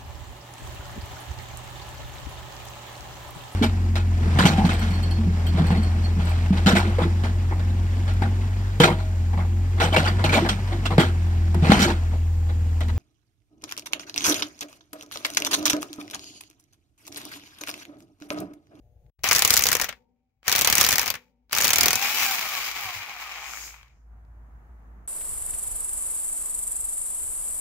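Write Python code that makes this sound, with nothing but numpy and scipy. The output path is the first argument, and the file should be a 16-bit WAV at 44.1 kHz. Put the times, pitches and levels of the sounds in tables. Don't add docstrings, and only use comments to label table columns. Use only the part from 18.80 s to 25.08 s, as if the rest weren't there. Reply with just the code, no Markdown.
import sys
import numpy as np
from scipy import signal
from scipy.fft import rfft, irfft, next_fast_len
from scipy.io import wavfile
from scipy.ndimage import uniform_filter1d

SR = 44100
rng = np.random.default_rng(int(sys.argv[2]) if len(sys.argv) > 2 else 0)


def log_audio(samples):
    frames = np.atleast_2d(samples).T
    limited = np.clip(frames, -1, 1)
    pcm = np.round(limited * 32767).astype(np.int16)
    wavfile.write(sys.argv[1], SR, pcm)


def gain_from_db(level_db):
    decades = np.asarray(level_db, float) / 20
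    return 10 ** decades


N = 276759
T = np.arange(N) / SR
LEFT_RIGHT = np.array([[.5], [-.5]])
CHANGE_S, RESUME_S, END_S = .301, .389, 6.262

# start in seconds, crack in dB, knock minus crack in dB.
BLOWS_1 = [(.441, -20, 5.5), (.4885, -17.5, -4), (.5117, -13, 2), (.5207, -18, 3), (.5301, -13.5, -14.5),
           (.5498, -19.5, -6), (.5554, -18, -3), (.5611, -10, -11), (.5833, -19, -5), (.5926, -14.5, -6),
           (.6211, -12.5, -3.5), (.6491, -9, -6), (.6768, -13, -9), (.7052, -9, -8), (.7385, -9.5, -8.5),
           (.7675, -15.5, -2), (.7743, -8.5, -12), (.822, -14, -9), (.8379, -13.5, -15), (.8556, -16.5, -1),
           (.8675, -11, -7.5), (.8871, -15.5, -4), (.9166, -14.5, -2.5), (.9288, -13, -5),
           (.9518, -16, -1.5), (.998, -23, 4), (1.0142, -15, -4.5), (1.0433, -20.5, -2), (1.0905, -31, 6)]
BLOWS_2 = [(1.6803, -13, -4.5), (1.7256, -13, -4), (1.7515, -17.5, -1.5), (1.7605, -12.5, -8),
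           (1.7899, -13.5, -5.5), (1.8115, -14.5, -7), (1.8187, -13.5, -8.5), (1.8469, -12, -5.5),
           (1.8737, -11.5, -1), (1.9002, -15, -8.5), (1.9262, -12.5, -5), (1.9534, -13, -10),
           (1.9812, -10, -5.5), (2.0115, -9, -5.5), (2.0396, -17, -1), (2.0474, -13, -5),
           (2.0648, -15.5, -4), (2.0887, -11.5, -4.5), (2.1074, -16.5, -9.5), (2.1268, -16, -4),
           (2.1365, -15, -7), (2.1566, -17, -6), (2.1826, -15, -1.5), (2.1945, -17.5, -2.5),
           (2.2148, -22.5, -5), (2.2598, -24, -2.5), (2.2786, -18.5, -3.5), (2.3027, -17.5, -3.5),
           (2.3408, -32, 7.5)]
BLOWS_3 = [(2.7294, -17, -2.5), (2.7505, -18, -9), (2.7736, -18, 0.5), (2.7847, -14.5, -5.5),
           (2.8039, -17.5, -2.5), (2.8119, -18, -14), (2.8214, -14.5, -7), (2.844, -12.5, -5.5),
           (2.8516, -14, -2.5), (2.8789, -13, -10.5), (2.9052, -12.5, -3.5), (2.9328, -10.5, -5),
           (2.9588, -14.5, -7.5), (2.9841, -14, -3.5), (3.0091, -10.5, -10.5), (3.0329, -12, -7.5),
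           (3.0585, -9.5, -11.5), (3.0826, -13.5, -3.5), (3.1067, -15.5, -6), (3.1307, -14, -6.5),
           (3.1555, -16, -11.5)]
BLOWS = BLOWS_1 + BLOWS_2 + BLOWS_3
# start in seconds, crack in dB.
RATTLES = [(0.4358, -26.5), (.4744, -23), (.6982, -22), (0.7267, -24), (.7317, -20.5), (.7582, -20),
           (.7929, -20.5), (.8095, -22), (0.882, -29), (.9038, -31.5), (.968, -25), (0.9887, -36.5),
           (1.0195, -22), (1.0352, -32.5), (1.0861, -40), (1.126, -50), (1.6704, -34), (1.6957, -20.5),
           (1.7164, -18.5), (1.782, -20), (1.9719, -19.5), (2.002, -21), (2.006, -22), (2.0305, -19),
           (2.119, -19), (2.2299, -26), (2.2679, -31), (2.3528, -35.5), (2.7232, -30), (2.7646, -25.5),
           (2.8361, -20.5), (2.8705, -22), (2.8909, -22.5), (3.2153, -31)]
# centre in seconds, spread in seconds, thump gain in dB.
SHAKES = [
    (.69, .06, 5),
    (1.9, 0.091, 6.5),
    (3.05, 0.082, 9),
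]
# frequency in Hz, density in dB per Hz.
STEEL = [(35, -34), (60, -1.5), (92, -2), (130, -8), (350, -11), (675, -6.5), (1430, -3.5), (1610, -5.5),
         (1940, -0.5), (4530, -7), (6010, 0), (7250, 8.5), (8150, -10), (15000, -4), (16500, -5)]
# frequency in Hz, density in dB per Hz.
SPIKE = [(600, -6), (2000, 0), (6000, 0), (9000, -2), (13000, 1), (16500, 0)]
# frequency in Hz, level in dB, decay t60 in seconds.
SOCKET = [(2360, -18.5, 0.031), (4860, -10.5, .03), (5255, -6, .02), (5920, -5, 0.013), (6170, -8, .02),
          (6950, -7, .02), (7300, -8, 0.025)]
# frequency in Hz, level in dB, decay t60 in seconds.
DRUM = [(184, -5, .9), (245, -6, 1.6), (271, -13, .7), (389, -12, .8), (412, -14, .9), (475, 0, .6),
        (499, 2, .6), (575, -10, .9), (743, -13, .9), (773, -22, 3.0), (877, -4, .6), (925, -8, .8),
        (941, -6, .6)]
# time in seconds, rate in Hz.
MESH = [(.43, 300), (.6, 620), (.9, 620), (1.4, 200), (1.85, 640), (2.15, 640), (2.6, 250), (2.9, 670),
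        (3.15, 735), (3.22, 797), (3.41, 905), (3.5, 783), (3.6, 668), (3.9, 482), (4.1, 361), (4.35, 250),
        (4.62, 148), (5.0, 35)]
# time in seconds, level in dB.
PULLS = [
    [(.38, -110), (.4, -77.5), (.428, -80), (.45, -27.5), (.55, -31), (.8, -33.5), (1.07, -47.5),
     (1.14, -65.5), (1.26, -93)],
    [(1.62, -99.5), (1.65, -51.5), (1.69, -32), (1.99, -29), (2.14, -31.5), (2.29, -38), (2.34, -50.5),
     (2.4, -62.5), (2.55, -92)],
    [(2.685, -97), (2.715, -47), (2.75, -31.5), (2.815, -33), (3.04, -28.5), (3.18, -33), (3.25, -29),
     (3.31, -32), (3.43, -28.5)],
    [(3.55, -32), (3.9, -35), (3.98, -36), (4.1, -36.5), (4.33, -41), (4.58, -38), (4.8, -44), (5.0, -55),
     (5.25, -90)],
]
# centre in seconds, spread in seconds, level change in dB.
SNAGS = [
    (3.2, .02, -2),
    (3.94, .012, -6),
    (4.255, .012, -3),
]
# frequency in Hz, density in dB per Hz.
CASE = [(150, -19), (560, -18), (770, -4), (950, -6.5), (1620, -7), (2050, -3.5), (2320, 0.5), (2700, -6),
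        (4420, -10.5), (5800, -9.5), (7200, -9), (8200, -24.5)]
# frequency in Hz, density in dB per Hz.
FAN = [(7000, -15), (9300, -8), (10200, -15.5), (11300, -6), (13300, -2), (14000, -2.5), (15300, -2)]
# centre in Hz, width in Hz, gain in dB.
HOUSING = [(660, 130, -3), (960, 80, -2), (1120, 90, 2), (1650, 250, -1.5), (2300, 160, 1), (3550, 250, -2),
           (4420, 110, -4), (4700, 120, 2.5), (6800, 250, -2.5), (7250, 120, 2), (8500, 180, -3),
           (10250, 250, -3.5), (11400, 250, 1.5), (12100, 250, -2.5), (13400, 300, 2.5), (14100, 300, -4),
           (15300, 250, 4)]
# multiple of the mesh rate, level in dB.
WHINE = [(.3, 6), (1, 2), (2, 1), (3, 1.5)]
# multiple of the mesh rate, level in dB.
OVERTONES = [(4, 0), (5, 0), (6, 1)]
# multiple of the mesh rate, level in dB.
BRUSHES = [(3.4, 2), (6.58, 0)]
# frequency in Hz, gain in dB.
GEARBOX = [(190, -33), (250, -25), (450, -25), (620, -17), (710, -6), (785, -1), (860, -6), (930, -9),
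           (1200, -1), (1500, -8), (2000, -12), (2400, -1), (2950, -2), (3300, -12), (5600, -5)]
# frequency in Hz, density in dB per Hz.
SCRAPE_TONE = [(3000, -14), (4300, -12), (5200, -4), (5800, -7), (6600, 0.5), (7400, -6), (9500, -19),
               (12500, -11)]
# start in seconds, level in dB.
TICKS = [(.264, -69), (.296, -73), (.392, -60.5), (1.630, -49.5), (2.696, -48), (2.711, -40.5), (5.03, -46),
         (5.081, -56), (5.45, -66)]
# start in seconds, level in dB.
BUMPS = [(4.05, -45), (4.16, -44)]
# start in seconds, level in dB.
ANVIL = [(3.7396, -36), (3.8104, -35), (3.9197, -37), (3.9566, -40), (3.975, -41), (4.012, -41),
         (4.052, -41), (4.1816, -38), (4.196, -43), (4.2295, -44), (4.258, -45), (4.2724, -43),
         (4.283, -44), (4.423, -44), (4.455, -45), (4.47, -41), (4.516, -43), (4.533, -46), (4.5672, -47),
         (4.6111, -46), (4.6914, -47)]
# time in seconds, rumble in dB.
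GAIN = [(0, -59), (.03, -54), (.43, -53), (1.1, -64), (1.25, -76.5), (1.62, -79), (2.7, -75.5), (3.4, -67),
        (4.5, -61), (5.0, -55.5), (5.2, -53.5), (5.33, -50), (5.95, -46.5), (6.28, -48)]
# frequency in Hz, density in dB per Hz.
YARD = [(90, 3), (135, 2), (175, -13), (300, -23.5), (500, -18.5), (860, -25.5), (950, -44), (2200, -43),
        (5900, -52), (6600, -41), (7300, -56), (14000, -46)]
# frequency in Hz, density in dB per Hz.
ROAD = [(90, -4.5), (215, -6), (305, -11.5), (560, -20), (720, -13), (1030, -16.5), (1800, -23),
        (3080, -43), (5900, -67), (6600, -37), (7300, -69), (14000, -47)]
# multiple of 120 Hz, level in dB against the rumble.
MAINS = [(3, -35), (4, -27), (5, -29), (6, -31), (7, -37)]
# frequency in Hz, level in dB.
WIDE_BLOW = [(60, 2), (110, 0), (200, -1.5), (380, -1.5), (700, -6), (1290, -5), (2380, -6), (4400, 1),
             (8120, -2.5), (15000, 0.5)]
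WIDE_MOTOR = [(60, -9), (110, -5.5), (200, -13), (380, -9), (700, -15.5), (1290, -6.5), (2380, 0.5),
              (4400, 2), (8120, -0.5), (15000, -0.5)]
WIDE_YARD = [(60, -14), (200, -10), (400, -8), (1300, 1.5)]
# frequency in Hz, left minus right in dB.
LEAN = [(60, 2.5), (110, 6.5), (200, 2.5), (380, 2), (700, 0.5), (1290, 2.5), (2380, 5.5), (4400, 0),
        (8120, 4), (15000, 4.0)]
# frequency in Hz, left minus right in dB.
HUB_LEAN = [(60, 2.5), (300, 3), (700, 2), (2400, -1), (5000, 1.5), (9000, -6), (14000, 1)]


def hammer():
    size = 4096
    out, t = np.zeros((2, N + size)), np.arange(size) / SR
    crack_tail = 1.34 * np.exp(-t / .00082) + .62 * np.exp(-t / .0031) + .19 * np.exp(-t / .011)
    crack = (1 - np.exp(-t / .00037)) ** 2 * crack_tail
    knock = (1 - np.exp(-t / .00082)) ** 2 * (np.exp(-t / .0019) + .25 * np.exp(-t / .016))
    thump = (1 - np.exp(-t / .002)) * np.exp(-t / .0097)
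    spike = (1 - np.exp(-t / .0002)) ** 2 * np.exp(-t / .0007)
    bands_hz = np.geomspace(60, 16500, 24)
    steel_hz, steel_db = np.transpose(STEEL)
    band_db = np.interp(np.log(bands_hz), np.log(steel_hz), steel_db)
    for s, crack_db, knock_db, thump_db in contacts():
        tint = np.c_[bands_hz, band_db + 2.4 * rng.standard_normal(24)]
        grit_db = 2.9 * np.repeat(rng.standard_normal(size // 16), 16)
        noise = pair(size, WIDE_BLOW) * gain_from_db(grit_db)
        blow = gain_from_db(-.3) * crack * colour(noise, tint, lo_hz=3950)
        blow += gain_from_db(knock_db - .3) * knock * colour(noise, tint, lo_hz=500, hi_hz=3150)
        blow += gain_from_db(-4.5) * spike * colour(noise, SPIKE)
        blow += gain_from_db(thump_db + 1) * thump * colour(noise, tint, lo_hz=56.3, hi_hz=447)
        pan_db = np.clip(-.4 * (crack_db + 14.5), -2.5, 2.5) + 1.6 * rng.standard_normal()
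        i = int(s * SR) - 20
        out[:, i:i + size] += gain_from_db(crack_db + pan_db * LEFT_RIGHT) * blow
    out = out[:, :N]
    return out + gain_from_db(-34) * ring(out, SOCKET) + gain_from_db(-27.5) * drum(out)


def contacts():
    hard_db = -12.5
    rattles = [(s, db, -7 + (1 - .45) * (hard_db - db)) for s, db in RATTLES]
    s, crack_db, knock_db = np.transpose(BLOWS + rattles)
    shake_db = sum(gain_db * np.exp(-((s - at) / spread) ** 2) for at, spread, gain_db in SHAKES)
    thump_db = -26 + (1 - .62) * (hard_db - crack_db) + shake_db
    thump_db = thump_db + 2 * rng.standard_normal(len(s))
    return np.c_[s, crack_db, knock_db, thump_db]


def drum(blows):
    power, out = np.mean(blows ** 2, axis=0), 0
    for hz, db, t60 in DRUM:
        loss = np.exp(-2 * np.log(1000) / (t60 * SR))
        stored = signal.lfilter([1], [1, -loss], power) / (t60 * SR)
        wavering = unit(ring(pair(N, WIDE_YARD), [(hz, 0, .35)]))
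        out = out + gain_from_db(db) * np.sqrt(stored) * wavering
    return out


def motor():
    hz = curve([MESH]) * (1 + .004 * walk(40))
    speed, turns = np.log10(hz / 700), np.cumsum(hz) / SR
    effort_db = curve(PULLS) + sum(db * np.exp(-((T - s) / w) ** 2) for s, w, db in SNAGS)
    slow = .65 * np.clip(1.3 - hz / 300, 0, 1) * np.clip(hz / 45, 0, 1) ** 2
    noise = case_noise(hz, speed, turns, slow)
    return gain_from_db(effort_db) * (housing(noise) + gear_whine(hz, speed, turns)) + brush_scrape(turns, slow)


def case_noise(hz, speed, turns, slow):
    free = windup()
    clicks = (rng.random(N) < 500 / SR) * gain_from_db(3.6 * np.minimum(rng.exponential(size=N), 3))
    chatter = unit(decay(clicks, .0012))
    rotation = 1 + .091 * np.cos(2 * np.pi * turns / 24)
    grain = (.8 + .35 * chatter) * rotation * pair(N, WIDE_MOTOR)
    fan = gain_from_db(6 * np.log10(hz / 800) + .8 * walk(19)) * colour(grain, FAN, lo_hz=7800)
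    treble = unit(colour(grain, CASE, lo_hz=3672, hi_hz=7800) + 1.4 * fan)
    treble = treble * gain_from_db(walk(25) - 6.5 * free) * gain_from_db(1.5 + 14 * speed)
    teeth = beat(turns, slow) * gain_from_db(1.8 * slow * walk(60))
    middle = colour(grain * teeth, CASE, lo_hz=620, hi_hz=1500)
    middle = middle + .33 * gain_from_db(10 * speed) * colour(grain, CASE, hi_hz=620)
    middle = middle + 1.3 * colour(grain * np.sqrt(teeth), CASE, lo_hz=1500, hi_hz=3400)
    return treble + unit(middle) * gain_from_db(.7 * walk(30) - 3 * free)


def windup():
    free = np.zeros(N)
    for s, crack_db, _ in BLOWS:
        free[int((s - .009) * SR):int(s * SR)] = crack_db > -18
    return uniform_filter1d(free, 130)


def gear_whine(hz, speed, turns):
    def tones(orders):
        return sum(gain_from_db(db + 2 * walk(16)) * np.sin(2 * np.pi * k * turns) for k, db in orders)

    held = np.clip((2.9 + .098 - T) / .2, 0, 1)
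    level_db = -7 + 5 * speed - 9 * held
    level_db += 6 * np.exp(-((T - 3.495) / .035) ** 2)
    sharp = np.clip(2 - hz / 420 * 1.5, 0, 1)
    powered = T < 3.46
    whine = tones(WHINE) + sharp * tones(OVERTONES) + powered * tones(BRUSHES)
    return gain_from_db(level_db) * shape(whine, GEARBOX)


def brush_scrape(turns, slow):
    start, peak, end = 4.5, 4.73, 4.87
    level_db = -43 - 14 * np.clip((peak - T) / (peak - start), 0, 9) - 170 * np.maximum(T - end, 0)
    segments = beat(BRUSHES[0][0] * turns, .55 * slow)
    scrape = gain_from_db(level_db) * colour(segments * pair(N, WIDE_MOTOR), SCRAPE_TONE)
    rub = colour(pair(N, WIDE_MOTOR), SCRAPE_TONE, lo_hz=4700, hi_hz=6500)
    return scrape + gain_from_db(-83 - 130 * np.maximum(T - 5.18, 0)) * (T > peak) * rub


def housing(x):
    return filtered(x, lambda hz: gain_from_db(sum(db * np.exp(-((hz - f) / w) ** 2) for f, w, db in HOUSING)))


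def ticks():
    anvil = taps(ANVIL, .0012, [(2500, -14), (5000, -6), (9000, -4), (13000, 0), (15500, 0)])
    clicks = taps(TICKS, .0023, [(400, -9), (1500, -4), (4500, -13), (9000, -28)])
    bumps = taps(BUMPS, .03, [(60, -17.5), (95, -5), (140, -17), (250, -37)])
    return anvil + clicks + bumps


def taps(events, fade_s, table):
    out = np.zeros(N)
    for s, db in events:
        out[int(s * SR)] = gain_from_db(db)
    return colour(decay(out, fade_s) * pair(N, WIDE_MOTOR), table)


def yard():
    gain_db, late = curve([GAIN]), T > 4
    engine = [(25, -28), (40, -18.5), (51, -8), (55, 6), (60, -.5), (85, -12), (130, -12), (200, -60.5)]  # Hz, dB
    firing = gain_from_db(1.1 * walk(9.9)) * np.sin(2 * np.pi * np.cumsum(55.2 + .4 * walk(4.3)) / SR)
    rumble = gain_from_db(gain_db - 7 * (T < RESUME_S)) * (.51 * colour(pair(N, WIDE_YARD), engine) + 1.2 * firing)
    road, leaves = colour(pair(N, WIDE_YARD), ROAD), colour(pair(N, WIDE_YARD), YARD)
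    rustle = np.where(late, road, leaves) * gain_from_db(gain_db + walk(10))
    road_db = -12.5 + 2.5 * (T - 5.8) - 25 * np.maximum(5.15 - T, 0)
    rustle = rustle * gain_from_db(np.where(late, road_db, -4))
    mains = sum(gain_from_db(db + 1.5 * walk(8)) * np.sin(2 * np.pi * k * 120 * T) for k, db in MAINS)
    mains = mains * np.sqrt(2) * gain_from_db(gain_db - 7 * (T > RESUME_S))
    return (rumble + rustle + mains) * gain_from_db(np.where(late, 0, 4.) * LEFT_RIGHT)


def ring(x, modes):
    out = 0
    for hz, db, t60 in modes:
        pole = np.exp(2j * np.pi * hz / SR - np.log(1000) / (t60 * SR))
        out = out + gain_from_db(db) * signal.lfilter([1], [1, -pole], x).imag
    return out


def beat(turns, depth):
    tick = np.exp(-(turns % 1) / .2)
    return 1 + depth * (tick / .26 - 1)


def decay(x, fade_s):
    return signal.lfilter([1], [1, -np.exp(-1 / (fade_s * SR))], x)


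def walk(rate):
    k = int(SR / rate)
    steps = np.repeat(rng.standard_normal(N // k + 1), k)
    return unit(uniform_filter1d(steps, k)[:N])


def curve(tables):
    return np.interp(T, *np.vstack(tables).T)


def pair(size, wide):
    mid, side = rng.standard_normal((2, size))
    return mid + shape(side, wide) * 2 * LEFT_RIGHT


def lean(x, table):
    hz, db = np.transpose(table)
    return np.array([shape(x[0], np.c_[hz, db / 2]), shape(x[1], np.c_[hz, -db / 2])])


def colour(x, table, lo_hz=0., hi_hz=np.inf):
    f, db = np.transpose(table)

    def gain(hz):
        edges = np.sqrt((1 + (lo_hz / hz) ** 8) * (1 + (hz / hi_hz) ** 8))
        return unit(gain_from_db(np.interp(np.log(hz), np.log(f), db)) / edges)

    return filtered(x, gain)


def shape(x, table):
    f, db = np.transpose(table)
    return filtered(x, lambda hz: gain_from_db(np.interp(np.log(hz), np.log(f), db)))


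def filtered(x, gain):
    n = next_fast_len(x.shape[-1] + 2048)
    return irfft(rfft(x, n) * gain(np.fft.rfftfreq(n, 1 / SR) + 1), n)[..., :x.shape[-1]]


def unit(x):
    return x / np.sqrt(np.mean(x ** 2))


def scene():
    tool = lean(hammer(), HUB_LEAN) + motor() + ticks()
    return lean(tool, LEAN) + yard()


def roll_off(x):
    return signal.sosfilt(signal.butter(12, 16950, fs=SR, output="sos"), x)


def record(dry):
    gate = uniform_filter1d(1. * ((T < CHANGE_S) | (T > RESUME_S)), 200)
    gate = gate * np.clip((N / SR - T) / (N / SR - END_S), 0, 1)
    band = [(25, -9), (45, 0), (15700, 0), (15900, -14), (16850, -17), (16950, -60)]  # Hz, dB
    full = shape(np.tanh(.94 * dry * gate) / .88, band)
    cut = shape(full, [(15750, 0), (15950, -50)])
    power = uniform_filter1d(np.mean(full ** 2, axis=0), 300)
    hard = np.clip(power / gain_from_db(-35) - .4, 0, 1)
    hard = uniform_filter1d(uniform_filter1d(hard, 300), 300)
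    return roll_off(cut + hard * (full - cut))


dry = scene()
out = record(dry)
log_audio(out)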